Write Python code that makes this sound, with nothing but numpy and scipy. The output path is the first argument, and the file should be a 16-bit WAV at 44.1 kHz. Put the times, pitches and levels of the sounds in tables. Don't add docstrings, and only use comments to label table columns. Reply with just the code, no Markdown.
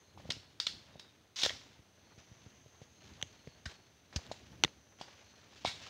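import sys
import numpy as np
from scipy import signal
from scipy.fft import rfft, irfft, next_fast_len
from scipy.io import wavfile

SR = 44100
rng = np.random.default_rng(int(sys.argv[2]) if len(sys.argv) > 2 else 0)


def unload_audio(sound):
    columns = np.transpose(np.atleast_2d(sound))
    steps = np.round(np.clip(columns, -1, 1) * 32767)
    wavfile.write(sys.argv[1], SR, steps.astype(np.int16))


N = 259925
TIME = np.arange(N) / SR


def from_db(db):
    return 10 ** (np.asarray(db) / 20)


def rms_one(x):
    return x / np.sqrt(np.mean(x ** 2) + 1e-20)


def in_time(rows):
    s, *columns = np.transpose(rows)
    return [np.interp(TIME, s, c) for c in columns]


def add(track, s, sound):
    at = int(s * SR)
    track[at:at + len(sound)] += sound[:max(N - at, 0)]


def lowpass(x, order, cutoff_hz):
    return signal.sosfilt(signal.butter(order, cutoff_hz, fs=SR, output="sos"), x)


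def coloured(x, spectrum):
    size = 2 * next_fast_len(len(x) // 2 + 2048)
    hz, db = np.transpose(spectrum)
    bins_hz = np.arange(size // 2 + 1) * SR / size
    gain = from_db(np.interp(np.log(bins_hz + 1), np.log(hz), db))
    cepstrum = irfft(np.log(gain))[:size // 2]
    cepstrum[1:] *= 2
    return irfft(rfft(x, size) * np.exp(rfft(cepstrum, size)))[:len(x)]


def resonance(x, hz, width_hz):
    r = np.exp(-np.pi * width_hz / SR)
    zeros = np.array([1, 0, -1]) * (1 - r * r) / 2
    poles = [1, -2 * r * np.cos(2 * np.pi * hz / SR), r * r]
    return signal.lfilter(zeros, poles, x + 1e-18)


def dying(t, t60):
    return np.exp(-np.log(1000) * t / t60)


def bump(middle_s, length_s):
    return np.exp(-(2 * (TIME - middle_s) / length_s) ** 2)


def drift(rate_hz):
    knots = rng.standard_normal(4096)
    return np.interp(TIME * rate_hz, np.arange(len(knots)), knots)


def grains(per_s, spread_db):
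    size_db = spread_db * np.minimum(rng.exponential(1, N), 4)
    sizes = from_db(size_db) * rng.choice([-1, 1], N)
    return sizes * (rng.random(N) < per_s / SR)


def blows(rows, modes, ring_cycles, contact_cycles):
    out, t = np.zeros(N), TIME[:8192]
    for s, db, hz in rows:
        ring = sum(from_db(mode_db) * np.sin(2 * np.pi * hz * ratio * t) for ratio, mode_db in modes)
        swell = 1 - np.exp(-hz * t / contact_cycles)
        add(out, s, from_db(db) * ring * dying(t, ring_cycles / hz) * swell)
    return out


def softened(x, top_hz):
    return lowpass(x + 1e-18, 4, top_hz)


def footfalls():
    # t/s, thud level/dB before gain, thud f/Hz, knock level/dB before gain and softening, knock f/Hz
    steps = [(.175, -60, 139, -38.5, 900), (.199, -63, 140, -43.5, 640), (.254, -45, 129, -42.5, 533),
             (0.2922, -37.5, 137, -38.5, 520), (.367, -45.5, 107, -55, 450), (.956, -48, 148, -43, 566),
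             (1.4618, -46, 94, -22.5, 539), (1.504, -56, 100, -36, 625), (1.792, -50, 99.6, -64, 450),
             (2.178, -48, 115, -59, 394), (2.315, -45, 107, -67, 353), (2.463, -43.5, 109, -52.5, 448),
             (2.661, -52.5, 120, -51, 453), (2.8165, -45.5, 134, -43.5, 520), (3.116, -45.5, 102, -60, 450),
             (3.2279, -42, 136, -37.5, 575), (3.473, -40.5, 142, -40.5, 464), (3.661, -35, 76.4, -59, 505),
             (4.1603, -26.5, 77, -45, 562), (4.3141, -59, 148.4, -26.5, 640), (4.638, -54, 151, -29.5, 380),
             (4.647, -32, 161, -30, 352), (5.0119, -51, 185, -30.5, 790), (5.6494, -60, 110, -16.5, 766),
             (5.672, -40, 97.5, -51, 655)]
    # f ratio to main pitch, level/dB
    ground_modes = [(1.0, 1.5), (1.7, -10), (2.6, -15.5)]
    # f ratio to main pitch, level/dB
    stick_modes = [(0.421, -14), (1.0, 0), (1.3, -9.5)]
    thud_gain_db, knock_gain_db = 3.0, 2.5
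    thud_cycles, knock_cycles = 4.05, 6.07
    s, thud_db, thud_hz, knock_db, knock_hz = np.transpose(steps)
    thuds = blows(zip(s, thud_db, thud_hz), ground_modes, thud_cycles, contact_cycles=0.13)
    knocks = blows(zip(s, knock_db, knock_hz), stick_modes, knock_cycles, contact_cycles=0.37)
    return from_db(thud_gain_db) * thuds, from_db(knock_gain_db) * softened(knocks, top_hz=1170)


def leaves(per_s, spread_db, clump_db, ring_share=1.86, width_hz=450, count=10):
    # f/Hz, gain/dB
    leaf_colour = [(300, -24), (1000, -12.5), (2100, -4), (2650, -1), (3550, -3), (4400, -4.5),
                   (5400, -6.5), (6100, -6), (6800, -10.5), (8500, -25), (12500, -38), (15300, -34)]
    crackle = grains(per_s, spread_db) * from_db(clump_db * drift(160))
    leaf = rng.integers(0, count, N)
    pitches_hz = np.linspace(1800, 7000, count)
    rings = sum(resonance(crackle * (leaf == k), hz, width_hz) for k, hz in enumerate(pitches_hz))
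    return rms_one(coloured(crackle + ring_share * rings, leaf_colour))


def rustle(spectrum, lumpy_db, lumps_per_s):
    noise = rng.standard_normal(N) * from_db(lumpy_db * drift(lumps_per_s))
    return rms_one(coloured(noise, spectrum))


def scuffing():
    # t/s, level/dB before the rise, fall to 1/e/s
    scuffs = [(.176, -63, 0.043), (2.178, -59.5, 0.019), (2.814, -65, .025), (3.005, -64.5, 0.13),
              (3.69, -52.5, 0.027), (4.123, -58, 0.081), (4.983, -57, 0.12), (5.557, -59.5, 0.025),
              (5.826, -54, 0.014), (5.865, -51, 0.012)]
    rise_share = 0.1
    out, t = np.zeros(N), TIME[:SR // 2]
    for s, db, fall_s in scuffs:
        rise = 1 - np.exp(-t / (rise_share * fall_s))
        add(out, s, from_db(db) * rise * np.exp(-t / fall_s))
    return out


def shuffling():
    # t/s, level above an easy pace/dB
    effort = [(0, -4.5), (.14, -8), (.3, 3.5), (.58, -4.5), (.72, 0), (1.0, -1.5), (1.36, -10), (1.53, 8),
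              (1.85, -6.5), (2.35, -1), (2.95, -4.5), (3.15, 0), (4.05, -5), (4.28, 2.5), (4.64, -1),
              (4.85, -6.5), (5.5, 0.5), (5.8, 7)]
    # middle t/s, 1/e full width/s, peak level/dB
    weight_shifts = [(0.252, 0.2, -61), (0.736, .1, -65), (3.1, 0.18, -65), (4.28, .08, -58.5),
                     (4.57, 0.25, -61.5)]
    # f/Hz, gain/dB
    rubbing_colour = [(100, -10.5), (250, -4.5), (600, -0.5), (1100, -3), (2500, -6), (6000, -42),
                      (12000, -37.5)]
    # f/Hz, gain/dB
    rumble_colour = [(20, -39.5), (40, -13), (65, -2.5), (90, 1.5), (150, -6.5), (260, -9.5), (600, -25),
                     (2000, -46)]
    rumble_db, rumble_follows = -67.5, 0.67
    rubbing_db, rubbing_follows = -70.5, 0.95
    crackle_db, crackle_follows = -67.5, 1.5
    scuff_rubbing_db = -6
    effort_db, scuffs = in_time(effort)[0], scuffing()
    shifts = sum(from_db(db) * bump(s, length_s) for s, length_s, db in weight_shifts)
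    crackle = from_db(crackle_db + crackle_follows * effort_db) + scuffs
    rubbing = from_db(rubbing_db + rubbing_follows * effort_db) + from_db(scuff_rubbing_db) * scuffs
    rumble = from_db(rumble_db + rumble_follows * effort_db) + shifts
    return (crackle * leaves(per_s=3400, spread_db=2.0, clump_db=2.5, ring_share=1.0)
            + rubbing * rustle(rubbing_colour, lumpy_db=4.0, lumps_per_s=83)
            + rumble * rustle(rumble_colour, lumpy_db=2.0, lumps_per_s=40))


def fracture(x, low_hz, high_hz, ring_db, top_hz, ring_width_hz=480):
    # f/Hz, gain/dB
    twig_colour = [(150, -12), (600, -6.5), (1200, -8.5), (2200, -1.5), (3400, -2.5), (5500, -3),
                   (7000, -9.5), (9000, -19.5), (12500, -35), (15300, -26)]
    rings = resonance(x, low_hz, ring_width_hz) + resonance(x, high_hz, ring_width_hz)
    cracked = lowpass(x + from_db(ring_db) * rings, 2, min(top_hz, .45 * SR))
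    return coloured(cracked, twig_colour)


def twigs(spread_db=2.0, first_break=1.1):
    # t/s, rms level over first 5 ms/dB, splintering fall to 1/e/s, lower ring f/Hz,
    # upper ring f/Hz, echo send re direct/dB
    snaps = [(.303, -31.5, .0045, 3000, 3750, -12), (.320, -38, 0.0012, 4950, 5500, -13),
             (.6003, -28.5, .0022, 3720, 4650, -9), (.6675, -27.5, 0.0023, 3460, 4240, -10),
             (.9955, -47.5, 0.0032, 3700, 4700, -9), (1.391, -43, .003, 3670, 5470, 1),
             (1.422, -36, 0.0022, 3420, 3560, 1.5), (1.4328, -25.5, 0.0038, 3780, 5200, -12),
             (1.4495, -30.5, 0.0017, 3700, 5240, -21), (1.458, -32, 0.0037, 3830, 4350, -25),
             (1.4938, -34.5, .002, 2020, 3280, -11), (3.2265, -32, 0.00034, 3050, 6300, -24.5),
             (3.656, -41.5, 0.0051, 1600, 3830, -10), (4.160, -33.5, 0.0046, 4800, 6170, -20),
             (4.3145, -47.5, 0.0067, 3960, 6900, -13), (4.6376, -25, .0008, 1300, 4200, -33),
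             (4.6474, -27.5, 0.0013, 1850, 3400, -43), (5.0115, -46, 0.0036, 3300, 4750, -7),
             (5.647, -39.5, .004, 2300, 3680, -16), (5.6555, -35.5, 0.0023, 2330, 3660, -14),
             (5.660, -34.5, 0.0029, 3580, 3820, 0), (5.671, -41.5, 0.0075, 2200, 3600, -3)]
    ring_ref_db, ring_ref_splinter_s, ring_loss_db_per_doubling = 10.5, 0.0033, 5.5
    top_per_ring = 3.5
    rise_share = 0.38
    direct, sent, t = np.zeros(N), np.zeros(N), TIME[:4096]
    fibres, impulse = grains(24000, spread_db), 1. * (t == 0)
    for k, (s, db, splinter_s, low_hz, high_hz, echo_db) in enumerate(snaps):
        doublings = np.log2(splinter_s / ring_ref_splinter_s)
        ring_db = ring_ref_db - ring_loss_db_per_doubling * doublings
        top_hz = top_per_ring * high_hz
        envelope = np.exp(-t / splinter_s) * (1 - np.exp(-t / (rise_share * splinter_s)))
        burst = fibres[k * len(t):(k + 1) * len(t)] * envelope
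        crack = fracture(burst + first_break * impulse, low_hz, high_hz, ring_db, top_hz)
        crack *= from_db(db) / np.sqrt(np.mean(crack[t < .005] ** 2) + 1e-20)
        add(direct, s, crack)
        colour = rms_one(fracture(impulse, low_hz, high_hz, ring_db, top_hz))
        add(sent, s, colour * crack.std() * from_db(echo_db))
    return direct, sent


def branch():
    # f/Hz, gain/dB
    tint = [(1000, -1.5), (2000, -4.5), (2700, -6), (3600, 2), (6000, 1), (10000, 2)]
    start_s, release_s = 1.359, 1.455
    peak_db, grows_db_per_s, dies_db_per_s = -36, 75, 380
    late_s = TIME - release_s
    level_db = peak_db + np.minimum(grows_db_per_s * late_s, -dies_db_per_s * late_s)
    crackle = leaves(per_s=1800, spread_db=2.0, clump_db=0.0, ring_share=2.5)
    return (TIME > start_s) * from_db(level_db) * rms_one(coloured(crackle, tint))


def clicks():
    # t/s, level/dB added to each mode's, pitch ratio to the modes
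    contacts = [(.6005, -24, 1.08), (1.433, -21, 1.5), (1.4628, -13.5, 1.19), (1.506, -23.5, 0.7),
                (3.215, -27.5, 0.99), (3.474, -36.5, 0.72), (3.715, -43, 1.3), (4.128, -35.5, 0.64),
                (4.266, -38, 1.25), (4.6374, -2, 1.0), (4.6466, -11.5, 1.0), (4.679, -34, 0.77)]
    # f/Hz at ratio 1, level/dB, t60/s
    modes = [(784, -23.5, 0.012), (1600, -9, 0.0031), (1940, -12.5, 0.0014), (2950, -3.5, 0.004),
             (4070, -6.5, 0.00076), (6130, -14, 0.0066)]
    out, t = np.zeros(N), TIME[:2048]
    for s, db, pitch in contacts:
        for k, (hz, mode_db, t60) in enumerate(modes):
            ring = np.sin(2 * np.pi * hz * pitch * t) * dying(t, t60)
            add(out, s, (-1) ** k * from_db(db + mode_db) * ring)
    return out


def forest(x, near_t60=0.26, far_t60=0.76, far_db=-15, build_s=0.002):
    t = TIME[:SR]
    fade = (dying(t, near_t60) + from_db(far_db) * dying(t, far_t60)) * (1 - np.exp(-t / build_s))
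    tail = rng.standard_normal(SR) * fade
    echo = signal.fftconvolve(x, tail / np.sqrt(np.sum(tail ** 2)))[:N]
    return coloured(echo, [(200, -20), (1200, 6.0), (3200, 1.5), (7000, 7.0), (15000, 10.0)])


def narrow_band(hz, width_hz):
    blur = lowpass(rng.standard_normal((2, N)), 2, width_hz / 2)
    phase = 2 * np.pi * np.cumsum(hz) / SR
    return rms_one(blur[0] * np.cos(phase) + blur[1] * np.sin(phase))


def insects(width_hz=420, skirt_hz=900, skirt_db=-6):
    # t/s, level/dB, f/Hz
    chorus = [(0, -71, 6260), (.25, -84, 6410), (1.9, -77, 6130), (2.3, -69.5, 6120), (3.1, -71.5, 6340),
              (4.0, -76, 6130), (5.3, -70, 6110), (5.89, -87, 6250)]
    level_db, hz = in_time(chorus)
    band = narrow_band(hz, width_hz) + from_db(skirt_db) * narrow_band(hz, skirt_hz)
    return rms_one(band) * from_db(level_db)


def far_tones(width_hz=240, waver_db=2.0):
    # middle t/s, peak level/dB before waver, f/Hz
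    tones = [(.07, -76, 4230), (.43, -70, 4300), (1.03, -67, 3750), (2.1, -73.5, 4300), (3.02, -74, 4200),
             (3.35, -74.5, 4250), (3.53, -74, 4370), (3.8, -73.5, 4330), (5.33, -74.5, 4300)]
    length_s = .17
    middles, _, pitches = np.transpose(tones)
    swell = sum(from_db(db) * bump(s, length_s) for s, db, hz in tones)
    pitch = pitches[np.searchsorted((middles[1:] + middles[:-1]) / 2, TIME)]
    return narrow_band(pitch, width_hz) * swell * from_db(waver_db * drift(25))


def air(level_db=-71.5):
    # f/Hz, gain/dB
    air_colour = [(30, -17), (90, -5.5), (400, 3.5), (1000, -3.5), (4000, -3), (7000, -15.5), (9000, -14.5),
                  (12500, -19.5), (15300, -17)]
    return from_db(level_db) * rms_one(coloured(rng.standard_normal(N), air_colour))


def scene():
    snaps, snaps_sent = twigs()
    thuds, knocks = footfalls()
    sweep, close = branch(), clicks()
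    background = air()
    sent = snaps_sent + from_db(-11.5) * sweep + from_db(-13.0) * knocks + from_db(-35.0) * close
    echo = forest(sent)
    steps = knocks + thuds + shuffling()
    return (steps + snaps + sweep + close + insects() + far_tones() + background + echo)[None]


def record(dry):
    # f/Hz, gain/dB
    response = [(70, 0.5), (250, 3), (620, 2.5), (950, 2), (1200, 1), (1700, 1.5), (2450, -1), (3200, 0.5),
                (6000, -0.5), (15000, -0.5)]
    bass_cut_hz, top_cut_hz = 58, 15700
    bass_cut = signal.butter(4, bass_cut_hz, "high", fs=SR, output="sos")
    top_cut = signal.ellip(10, .2, 70, top_cut_hz, fs=SR, output="sos")
    thin = signal.sosfilt(bass_cut, coloured(dry[0], response))
    return signal.sosfilt(top_cut, thin)[None]


dry = scene()
out = record(dry)
unload_audio(out)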